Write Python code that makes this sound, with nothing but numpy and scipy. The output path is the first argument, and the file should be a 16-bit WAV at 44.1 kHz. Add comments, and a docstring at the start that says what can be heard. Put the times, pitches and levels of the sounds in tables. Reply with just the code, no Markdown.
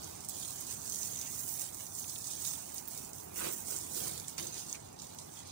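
"""Hosing a parked car

A hose nozzle sweeps over a car under a canopy, a few metres from a phone with two microphone ports.
Shaped noise and short decaying tones make fine drops patter, coarse water slap and the nozzle hiss and spit.
Fat drops crack and ring, trapped bubbles gurgle, and the jet's core drums the panels in noise bursts.
Traffic noise hums behind. The ports share the bass; the right one hears later and brighter."""
import sys
import numpy as np
from scipy import signal
from scipy.fft import rfft, irfft
from scipy.io import wavfile
from scipy.ndimage import uniform_filter1d

SR = 44100
rng = np.random.default_rng(int(sys.argv[2]) if len(sys.argv) > 2 else 0)


def master(y):
    """Save y as 16-bit WAV."""
    cut = np.clip(np.atleast_2d(y).T, -1, 1)
    pcm = np.round(cut * 32767)  # scale
    wavfile.write(sys.argv[1], SR, pcm.astype(np.int16))


N = 242991
HZ = np.maximum(np.arange(N // 2 + 1) * SR / N, 1)  # frequency of every spectral bin
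FRONT_S = 0.008  # lag of rising levels


def undb(db):
    """Logarithmic level: amplitude gain of a level in dB."""
    return 10 ** (np.asarray(db) / 20)


def along_hz(table):
    """Logarithmic pitch scale: a (frequency, value) table interpolated at every bin."""
    hz, value = np.transpose(table)
    return np.interp(np.log(HZ), np.log(hz), value)


def colour(x, table):
    """Linear filtering: weight the spectrum, then bring the rms to 1."""
    y = irfft(rfft(x) * undb(along_hz(table)), N)
    return y / np.sqrt(np.mean(y ** 2))


# Correlation of the sound at the two ports: (frequency [Hz], correlation [0-1])
PORT_CORRELATION = [(60, 0.99), (500, 1), (750, 0.7), (1100, 0.01), (2000, 0.26), (3500, 0.03), (6500, 0),
                    (10000, 0)]


def noise_pair():
    """Spatial coherence: noise at both ports, alike in the bass and nearly unrelated in the treble."""
    alike = np.clip(along_hz(PORT_CORRELATION), 0, 1)
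    mid, side = rfft(rng.standard_normal((2, N)))
    opposed_side = np.sqrt(1 - alike) * side * np.array([[1], [-1]])
    return irfft((np.sqrt(1 + alike) * mid + opposed_side) / np.sqrt(2), N)


def walk(rate):
    """Slow random modulation: levels held 1 / rate s and smoothed twice; spread near 1."""
    hold = int(SR / rate)
    steps = np.repeat(rng.standard_normal(N // hold + 1), hold)
    return 1.3 * uniform_filter1d(uniform_filter1d(steps, hold), hold)[:N]


def decay(x, t60):
    """Exponential decay: every impulse rises at once and falls 60 dB in t60 s."""
    pole = np.exp(-np.log(1000) / (max(t60, 1e-4) * SR))
    return signal.lfilter([1], [1, -pole], x)


def drops(rate, spread_db, t60):
    """Random arrivals: envelope of landing drops, many small and a few large; rms 1."""
    lands = rng.random(N) < rate / SR
    size = np.minimum(rng.exponential(size=N), 5)
    env = decay(lands * undb(spread_db * size), t60)
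    return env / np.sqrt(np.mean(env ** 2))


def plinks(rate, lo_hz, hi_hz, cycles, spread_db):
    """Damped oscillation: drops ring for some cycles and glide up, the same at both ports; rms 1."""
    at, pitch, size = rng.random((int(rate * N / SR), 3)).T
    hz = lo_hz * (hi_hz / lo_hz) ** pitch[:, None]
    k = np.arange(int(4 * cycles * SR / lo_hz))
    turns = hz * k / SR
    tone = np.sin(2 * np.pi * turns * (1 + 0.0096 * turns / cycles))
    ring = np.minimum(turns, 1) * np.exp(-turns / cycles) * tone
    ring = ring * undb(-spread_db * np.log(np.maximum(size, .01)))[:, None]
    samples = (at * N).astype(int)[:, None] + k
    out = np.bincount(samples.ravel(), ring.ravel(), N + len(k))[:N]
    return out / np.sqrt(np.mean(out ** 2))


def curve(table):
    """Time-varying level: every column at every sample; rises lag by FRONT_S, falls do not."""
    s, *db = np.transpose(table)
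    t = np.arange(N) / SR
    return [np.minimum(np.interp(t, s, c), np.interp(t - FRONT_S, s, c)) for c in db]


# Water landing on the car as the hose swings, before each part's gain: (time [s], level [dB])
LANDING_WATER = [(0.0, -54.5), (0.04, -53), (0.09, -53), (0.26, -54), (0.28, -56), (0.29, -48),
                 (0.32, -48.5), (0.37, -44.5), (0.66, -50), (0.71, -43.5), (0.78, -51.5), (0.92, -44.5),
                 (1.44, -48), (1.5, -44), (1.58, -45.5), (1.6, -41.5), (1.72, -51), (1.75, -48),
                 (1.9, -51.5), (1.99, -44), (2.06, -47.5), (2.1, -45.5), (2.2, -47.5), (2.23, -49),
                 (2.255, -45), (2.29, -46.5), (2.33, -45), (2.38, -47.5), (2.46, -39.5), (2.7, -53.5),
                 (2.74, -48.5), (2.77, -45), (2.79, -48.5), (2.82, -52.5), (2.9, -52), (2.925, -47.5),
                 (2.96, -49.5), (2.98, -48.5), (3.1, -53.5), (3.125, -61), (3.14, -51), (3.18, -51.5),
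                 (3.31, -57.5), (3.38, -42), (3.56, -45), (3.65, -50), (3.68, -40.5), (3.78, -42),
                 (3.87, -49.5), (3.96, -41.5), (4.07, -42), (4.25, -53.5), (4.269, -56), (4.277, -48),
                 (4.3, -52.5), (4.36, -58.5), (4.39, -43.5), (4.42, -49.5), (4.47, -45), (4.5, -52.5),
                 (4.6, -44), (4.64, -52.5), (4.73, -47), (4.79, -59), (4.96, -65), (5.02, -52.5),
                 (5.08, -58.5), (5.17, -58.5), (5.19, -54.5), (5.29, -58), (5.39, -52.5), (5.45, -60),
                 (5.51, -58)]
# Make-up of the spray against that level:
# (time [s], mist and nozzle [dB], coarse water [dB], slosh [dB], ringing drops [dB])
MAKE_UP = [(0, 1, 8, -2, -7), (.12, 0.5, 4, 6.5, -7), (.3, 0, 3, -2, -9), (.75, 0, 2, 3, 0.5),
           (.95, 1.5, 0, 0, 0.5), (1.25, 1.5, 2.5, 5.5, 2.5), (1.45, 6.5, -4.5, 1, -6),
           (1.7, 2, 2, 2.5, -18), (1.9, 1, -4.5, -1.5, -5), (2.3, -0.5, 3, -8, -7), (2.5, 0.5, 1, 1, -2),
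           (2.85, 2, -1.5, 4.5, -16), (3.2, 3, -2.5, -0.5, -13), (3.45, 3, -13, 7, -17),
           (3.6, 1.5, -6.5, -1, -21), (4.1, 0.5, 5, 5.5, -19), (4.3, 1.5, 3, -3, -1), (4.55, -2, 7.5, 4, 2),
           (4.7, -1.5, 0, -1, 0.5), (5.0, -1.5, 8.5, 3.5, 3), (5.3, -1, -0.5, 1, -5), (5.51, -5, 16, 2, 5)]
# Noise spectra of fine drops, coarse water, heavy water, mist and nozzle hiss:
# each (frequency [Hz], relative level [dB])
PATTER = [(3000, -78), (4500, -18.5), (5600, -4.5), (6400, -1.5), (7200, -1.5), (8600, 1), (10000, -5.5),
          (11500, -69), (13500, -51)]
SLAP = [(2400, -11), (3200, -3), (3800, 2.5), (4800, 3), (5600, -2), (7000, -39)]
SLOSH = [(1200, -7.5), (1800, 3.5), (2200, 2), (2650, 3), (3100, 4), (4000, -41)]
MIST = [(8500, -37), (10200, 2), (11000, -2), (12500, -4), (13700, -7), (14400, -8.5)]
NOZZLE = [(13300, -22), (14000, 12.5), (14400, 6), (14800, 13), (15200, 17.5), (15600, 9), (16500, -26)]
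MEAN_DB = -46  # landing level about which the parts follow
MIST_FOLLOWS, SLAP_FOLLOWS, SLOSH_FOLLOWS = 0.98, 0.94, 0.5  # dB per dB of landing water
RING_SPREAD_DB, DROP_SPREAD_DB = 3.5, 5.5


def spray():
    """Shot noise: five hissing parts shaken by the same drops and spurts, with ringing drops among them."""
    (water,), (fine, coarse, heavy, ringing) = curve(LANDING_WATER), curve(MAKE_UP)
    swing = water - MEAN_DB
    patter, ring = undb(water), undb(water + ringing)
    mist = undb(MEAN_DB + MIST_FOLLOWS * swing + fine)
    slap = undb(MEAN_DB + SLAP_FOLLOWS * swing + coarse)
    slosh = undb(MEAN_DB + SLOSH_FOLLOWS * swing + heavy)
    ticks = drops(rate=1100, spread_db=2.2, t60=0.012)
    spurts = drops(rate=70, spread_db=0.5, t60=0.08)
    # (spectrum, level curve, gain [dB], tick share, spurt share, flicker [dB])
    parts = [(PATTER, patter, 4.0, .6, .25, .6),
             (SLAP, slap, -9.0, .5, .25, .8),
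             (SLOSH, slosh, -17.5, .5, .25, 1.5),
             (MIST, mist, -2.5, .4, .1, 1.2),
             (NOZZLE, mist, -1.5, .4, .1, 1.2)]
    out = 0
    for table, level, gain_db, tick, spurt, flicker_db in parts:
        grain = (1 + tick * ticks) * (1 + spurt * spurts)
        flicker = undb(gain_db + flicker_db * walk(14))
        out = out + level * flicker * colour(grain * noise_pair(), table)
    out = out + ring * plinks(rate=510, lo_hz=5990, hi_hz=6790, cycles=10.6, spread_db=RING_SPREAD_DB)
    # (level curve, gain [dB], drops per s, lowest [Hz], highest [Hz], ring [cycles])
    short_drops = [(patter, -3.5, 1500, 6580, 10660, 2.1),
                   (mist, -10.0, 1300, 10500, 15100, 2.7),
                   (slosh, -29.0, 260, 1690, 4670, 2.1),
                   (slap, -15.0, 810, 3060, 5460, 2.7)]
    for level, gain_db, rate, lo_hz, hi_hz, cycles in short_drops:
        out = out + level * undb(gain_db) * plinks(rate, lo_hz, hi_hz, cycles, DROP_SPREAD_DB)
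    return out


# Spectrum of the far road: (frequency [Hz], relative level [dB])
TRAFFIC = [(25, -40), (45, -13.5), (70, -3), (100, 0.5), (170, 0.5), (260, -1.5), (500, -3), (720, -2.5),
           (950, -6.5), (1500, -14.5), (2500, -24.5), (6000, -20), (15000, -36)]
# Slow swell of the traffic: (time [s], level [dB])
ROAD = [(0, -48.5), (.2, -51), (1, -50.5), (1.9, -52), (3.4, -50.5), (4.2, -51), (5.51, -52.5)]
# Distant machinery; the skirts lie 40 dB down at three widths: (frequency [Hz], mean level [dB], width [Hz])
HUM = [(95.7, -64.5, 8), (1428, -79.5, 6.9)]


def traffic():
    """Superposition of incoherent sources: broad road rumble that swells gently, with faint wavering hums."""
    hums = 0
    for hz, db, width in HUM:
        narrow = [(hz - 3 * width, -40), (hz, 0), (hz + 3 * width, -40)]
        hums = hums + undb(db + 1.4 * walk(3.1)) * colour(rng.standard_normal(N), narrow)
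    return undb(curve(ROAD)[0]) * colour(noise_pair(), TRAFFIC) + hums


# The fattest drops and slugs of water:
# (time [s], overall gain [dB], starting ring [Hz], spatter relative to overall gain [dB])
SPLATS = [(0.034, -32, 6400, -9), (0.043, -26.5, 6500, -10), (0.152, -37, 6700, -2),
          (0.2055, -28, 7340, -9), (0.247, -24.5, 7800, -8), (0.2805, -34, 8500, -20),
          (0.286, -18, 8450, -13), (0.2882, -27, 9000, -14), (0.2937, -29, 8040, -20),
          (0.2946, -20, 8400, -14), (0.2953, -25, 9000, -20), (0.4788, -21, 8900, -16),
          (0.5056, -20.5, 8650, -24.5), (0.56, -29, 8200, -8), (0.609, -27.5, 8600, -4),
          (0.6669, -24, 7340, -10), (0.921, -23.5, 6060, -6), (0.945, -21, 6500, -9),
          (0.817, -32, 6000, -10), (0.847, -30, 8500, -8), (0.876, -29, 7050, -10), (0.89, -30, 7500, -16),
          (0.897, -22, 7560, -6), (0.958, -22, 6600, -10), (1.0234, -27, 6170, -16),
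          (1.031, -23.5, 5970, -5), (1.049, -25, 7000, -18), (1.177, -30, 6520, -9), (1.213, -26, 6200, -2),
          (1.392, -23, 8850, -9), (1.489, -20, 8600, -12), (1.594, -25, 6640, -8), (1.611, -26, 6600, -12),
          (1.618, -25, 7000, -16), (1.7447, -24.5, 8380, -13), (1.8655, -29.5, 6240, -6),
          (1.9503, -28.5, 6960, -4), (1.994, -26, 8700, -3.5), (2.024, -29, 6200, -12),
          (2.095, -28, 6500, 0.5), (2.1415, -28, 7600, -12), (2.18, -28, 7000, -18),
          (2.186, -24, 8890, -12), (2.2194, -29, 7000, -20), (2.2421, -28.5, 6480, -2.5),
          (2.278, -28, 6900, -14), (2.3125, -26, 7000, -14), (2.3464, -30, 6550, -14),
          (2.4252, -32, 8080, -12), (2.4478, -30, 6200, 2.5), (2.461, -28, 6450, -16),
          (2.467, -26, 6460, -16), (2.7435, -36, 9000, -13), (2.7807, -26.5, 6700, -3),
          (2.9081, -33, 8200, -2), (2.948, -30, 7690, -16), (2.9744, -30.5, 8000, -0.5),
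          (3.003, -31, 8000, -20), (3.132, -26.5, 7400, -11), (3.359, -29, 8900, -7),
          (3.536, -23, 8000, -12), (3.6704, -24, 7990, -12), (3.764, -19, 7440, -15),
          (3.8114, -24, 6900, -8), (4.077, -35, 9200, 8), (4.177, -23, 7360, -14), (4.1987, -25, 7200, -13),
          (4.282, -18, 7460, -25), (4.2897, -31, 7800, -14), (4.2915, -31, 7600, -14),
          (4.2957, -29, 7060, -8), (4.3045, -29, 9000, -20), (4.3798, -22.5, 7000, -5.5),
          (4.3865, -29, 5200, -7), (4.429, -26, 6300, -12), (4.4695, -25, 6300, -12),
          (4.542, -25.5, 7400, -6), (4.696, -27.5, 6500, -10), (4.7272, -17.5, 6300, -30),
          (4.729, -29, 7000, -17), (4.751, -30, 6300, -10), (4.801, -39, 6800, -6),
          (4.888, -38.5, 6600, -14), (4.928, -35, 7400, -9), (4.989, -40, 5270, 2), (4.997, -36, 5300, 2),
          (5.019, -27.5, 7000, -15), (5.1858, -30, 6250, -2.5), (5.473, -36.5, 8100, -4)]
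CRACK_S, RING_S = .00015, .00055  # time constants; the ring's holds at RING_HZ
RING_HZ, RING_LAW = 7000, 2.5  # lower drops ring longer: time goes as pitch to minus this power
CRACK_DB, RISE_CYCLES = -12, 1.3
SPATTER_T60_S = .055


def splats():
    """Impact and damped resonance: a bright crack, a few cycles of ring in the wet paint, a short spatter."""
    out, t = np.zeros((2, N + 4096)), np.arange(4096) / SR
    high = signal.butter(4, 4700, "high", fs=SR, output="sos")
    bright = signal.butter(2, 9000, "high", fs=SR, output="sos")
    for s, db, hz, spatter_db in SPLATS:
        noise = rng.standard_normal((3, len(t)))
        crack = undb(CRACK_DB) * np.exp(-t / CRACK_S) * signal.sosfilt(bright, noise[0])
        fade = np.exp(-t / RING_S * (hz / RING_HZ) ** RING_LAW)
        rising_tone = np.sin(2 * np.pi * hz * t * (1 + 30 * t))
        ring = np.minimum(hz * t / RISE_CYCLES, 1) * fade * rising_tone
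        band = signal.butter(2, [hz * .6, hz * 1.45], "band", fs=SR, output="sos")
        burst = 0.12 * fade + undb(spatter_db) * np.exp(-np.log(1000) * t / SPATTER_T60_S)
        spatter = burst * signal.sosfilt(band, noise[1:])  # separate noise at each port
        splat = signal.sosfilt(high, crack + 1.36 * ring + spatter)
        start = int(s * SR)
        out[:, start:start + len(t)] += undb(db) * splat
    return out[:, :N]


# Air spitting through the nozzle: (time [s], gain of the hiss before its pop [dB])
SPITS = [(0.288, -42), (0.468, -57), (0.605, -39.5), (1.595, -42), (2.743, -41), (2.876, -40), (2.883, -41),
         (3.524, -38), (3.508, -44), (3.5306, -36), (4.078, -44), (0.2945, -44), (3.132, -48), (5.145, -50)]
SPIT_T60_S, SPIT_MIST_DB = 0.042, -8.5
POP_T60_S, POP_DB = .007, 9  # each spit opens with a sharp pop


def spits():
    """Turbulent jet noise: short bright bursts of hiss when air leaves the nozzle."""
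    s, db = np.transpose(SPITS)
    pops = np.bincount((s * SR).astype(int), undb(db), N)
    burst = decay(pops, SPIT_T60_S) + undb(POP_DB) * decay(pops, POP_T60_S)
    hiss = colour(noise_pair(), NOZZLE) + undb(SPIT_MIST_DB) * colour(noise_pair(), MIST)
    return burst * hiss


# Clusters of bubbles: (time [s], gain before each bubble's own offset [dB], central bubble pitch [Hz])
GURGLES = [(2.042, -36, 3460), (2.158, -30, 3700), (2.243, -43, 3800), (2.4508, -34, 3580),
           (4.012, -41, 3860), (4.198, -33, 4000), (4.221, -47, 3180), (4.243, -39, 4000),
           (4.748, -33, 2680), (4.966, -47, 4700), (5.1865, -37, 4070)]
BUBBLES = 5  # in one gurgle
BUBBLE_SPREAD = .25  # pitch scatter as a share
BUBBLE_GAP_S, BUBBLE_RING_S = .0012, .0007  # nominal gap, decay time constant


def gurgles():
    """Bubble resonance: air trapped in running water rings as a quick cluster of scattered pitches."""
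    out, t = np.zeros(N + 4096), np.arange(1024) / SR
    for s, db, hz in GURGLES:
        for k, (pitch, size) in enumerate(rng.uniform(-1, 1, (BUBBLES, 2))):
            at = int((s + k * BUBBLE_GAP_S * (1 + .5 * size)) * SR)
            bubble_hz = hz * (1 + BUBBLE_SPREAD * pitch)
            rising_tone = np.sin(2 * np.pi * bubble_hz * t * (1 + 10 * t))
            bubble = np.minimum(hz * t, 1) * np.exp(-t / BUBBLE_RING_S) * rising_tone
            out[at:at + len(t)] += undb(db - 2 * k + 2 * size) * bubble
    return out[:N]


# The jet's core crossing a panel: (time of peak [s], rise [s], fall [s],
# rattle gain [dB], boom gain [dB], slosh gain [dB], thud gain [dB])
CROSSINGS = [(3.44, 0.1, 0.11, -46.5, -40, -46, -58), (3.73, 0.1, 0.061, -57.5, -47, -57.5, -61),
             (4.05, 0.2, 0.12, -61, -45.5, -65, -54), (4.19, 0.032, .04, -68, -59, -67, -49),
             (4.384, 0.008, 0.027, -66, -56, -41.5, -55), (4.41, 0.051, 0.092, -69, -44, -57.5, -49),
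             (4.56, 0.052, 0.064, -70, -54, -58, -72), (4.752, 0.028, 0.038, -71, -71, -53.5, -70)]
SWELL_DB = 18  # a crossing rises and falls by this much in its rise and fall time
SWELL_SHAPE = 1.72  # higher is a flatter top with steeper sides


def crossing(index, late=0):
    """Amplitude envelope: gain of one layer over all crossings, a rounded rise and fall."""
    out, grid = 0, np.arange(0, N / SR, .001)
    for row in CROSSINGS:
        peak, rise, fall = row[:3]
        delay = late * fall
        t = grid - peak - delay
        span = np.where(t < 0, rise + delay, fall)
        out = out + undb(row[index] - SWELL_DB * np.abs(t / span) ** SWELL_SHAPE)
    return np.interp(np.arange(N) / SR, grid, out)


# Spectra of the panel rattle, the low boom and the car body under the panels:
# each (frequency [Hz], relative level [dB])
PANEL = [(700, -9), (900, 5), (1300, 9), (1500, 10.5), (2200, -4), (3000, -30), (4000, -37.5)]
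BOOM = [(100, -36), (170, -7), (280, -9.5), (340, 5), (420, -1), (510, 4.5), (620, -3.5), (730, -3.5),
        (850, -21)]
THUD = [(50, -31), (80, 1.5), (130, 2.5), (200, -4), (280, -20.5)]
BOOM_LATE, THUD_LATE = 0.21, 0.36  # the low sounds peak later, in fall times
PANEL_ALIKE, CORE_SLAP_DB = 1.3, -0.5  # weight of noise common to both ports; slap against slosh


def drumming():
    """Forced vibration: the jet's core knocks the sheet metal in a dense roll and sloshes off it."""
    knocks = 1 + 0.45 * drops(rate=450, spread_db=3.5, t60=0.02)

    def knocked(table):
        """Common excitation: noise largely shared by the ports, pulsed by the knocks and coloured."""
        return colour(knocks * (PANEL_ALIKE * rng.standard_normal(N) + noise_pair()), table)

    rattle = crossing(index=3) * knocked(PANEL)
    boom = crossing(index=4, late=BOOM_LATE) * knocked(BOOM)
    thud = crossing(index=6, late=THUD_LATE) * knocked(THUD)
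    wash = crossing(index=5) * (knocked(SLOSH) + undb(CORE_SLAP_DB) * knocked(SLAP))
    return rattle + boom + thud + wash


# Random wavering of narrow bands: (frequency [Hz], depth as standard deviation [dB])
RIPPLE = [(150, 0), (500, 1.5), (1000, 1), (2500, 4), (4500, 3.5), (7000, 2), (14000, 2)]
RIPPLE_WIDTH, RIPPLE_HOLD = 2, 7  # smoothing of the patches: bands of 86 Hz, steps of 6 ms


def ripple(x):
    """Narrow-band modulation: small patches of pitch and time grow louder or softer at random."""
    hz, _, z = signal.stft(x, SR, nperseg=512)
    patch = uniform_filter1d(rng.standard_normal(z.shape[1:]), size=RIPPLE_WIDTH, axis=0)
    patch = uniform_filter1d(patch, size=RIPPLE_HOLD, axis=1)
    at, depth_db = np.transpose(RIPPLE)
    depth = np.interp(np.log(hz + 1), np.log(at), depth_db)[:, None]
    gain = undb(depth * patch / patch.std())
    gain = gain / np.sqrt(np.mean(gain ** 2, axis=1, keepdims=True))  # keeps each band's mean power gain at 1
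    return signal.istft(z * gain, SR, nperseg=512)[1][:, :N]


def scene():
    """Superposition: all sources add at the two ports; the steady layers and the drumming waver."""
    return ripple(spray() + drumming() + traffic()) + splats() + spits() + gurgles()


# Response of the left port: (frequency [Hz], gain [dB])
LEFT_PORT = [(60, -1.5), (400, -2.5), (2400, -3.5), (4000, -5), (6000, -5), (7800, -13), (9200, -7),
             (11000, -16.5), (13500, -31), (15000, -23)]
RIGHT_LAG_S = 0.000849
TOP_HZ = 15750


def record(dry):
    """Linear response and phase delay: the left port is duller, the right one late; the top is cut."""
    left, right = rfft(dry)
    dull_left = left * undb(along_hz(LEFT_PORT))
    late_right = right * np.exp(-2j * np.pi * HZ * RIGHT_LAG_S)
    ports = irfft([dull_left, late_right], N)
    return signal.sosfilt(signal.ellip(10, .2, 65, TOP_HZ, fs=SR, output="sos"), ports)


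dry = scene()
out = record(dry)
master(out)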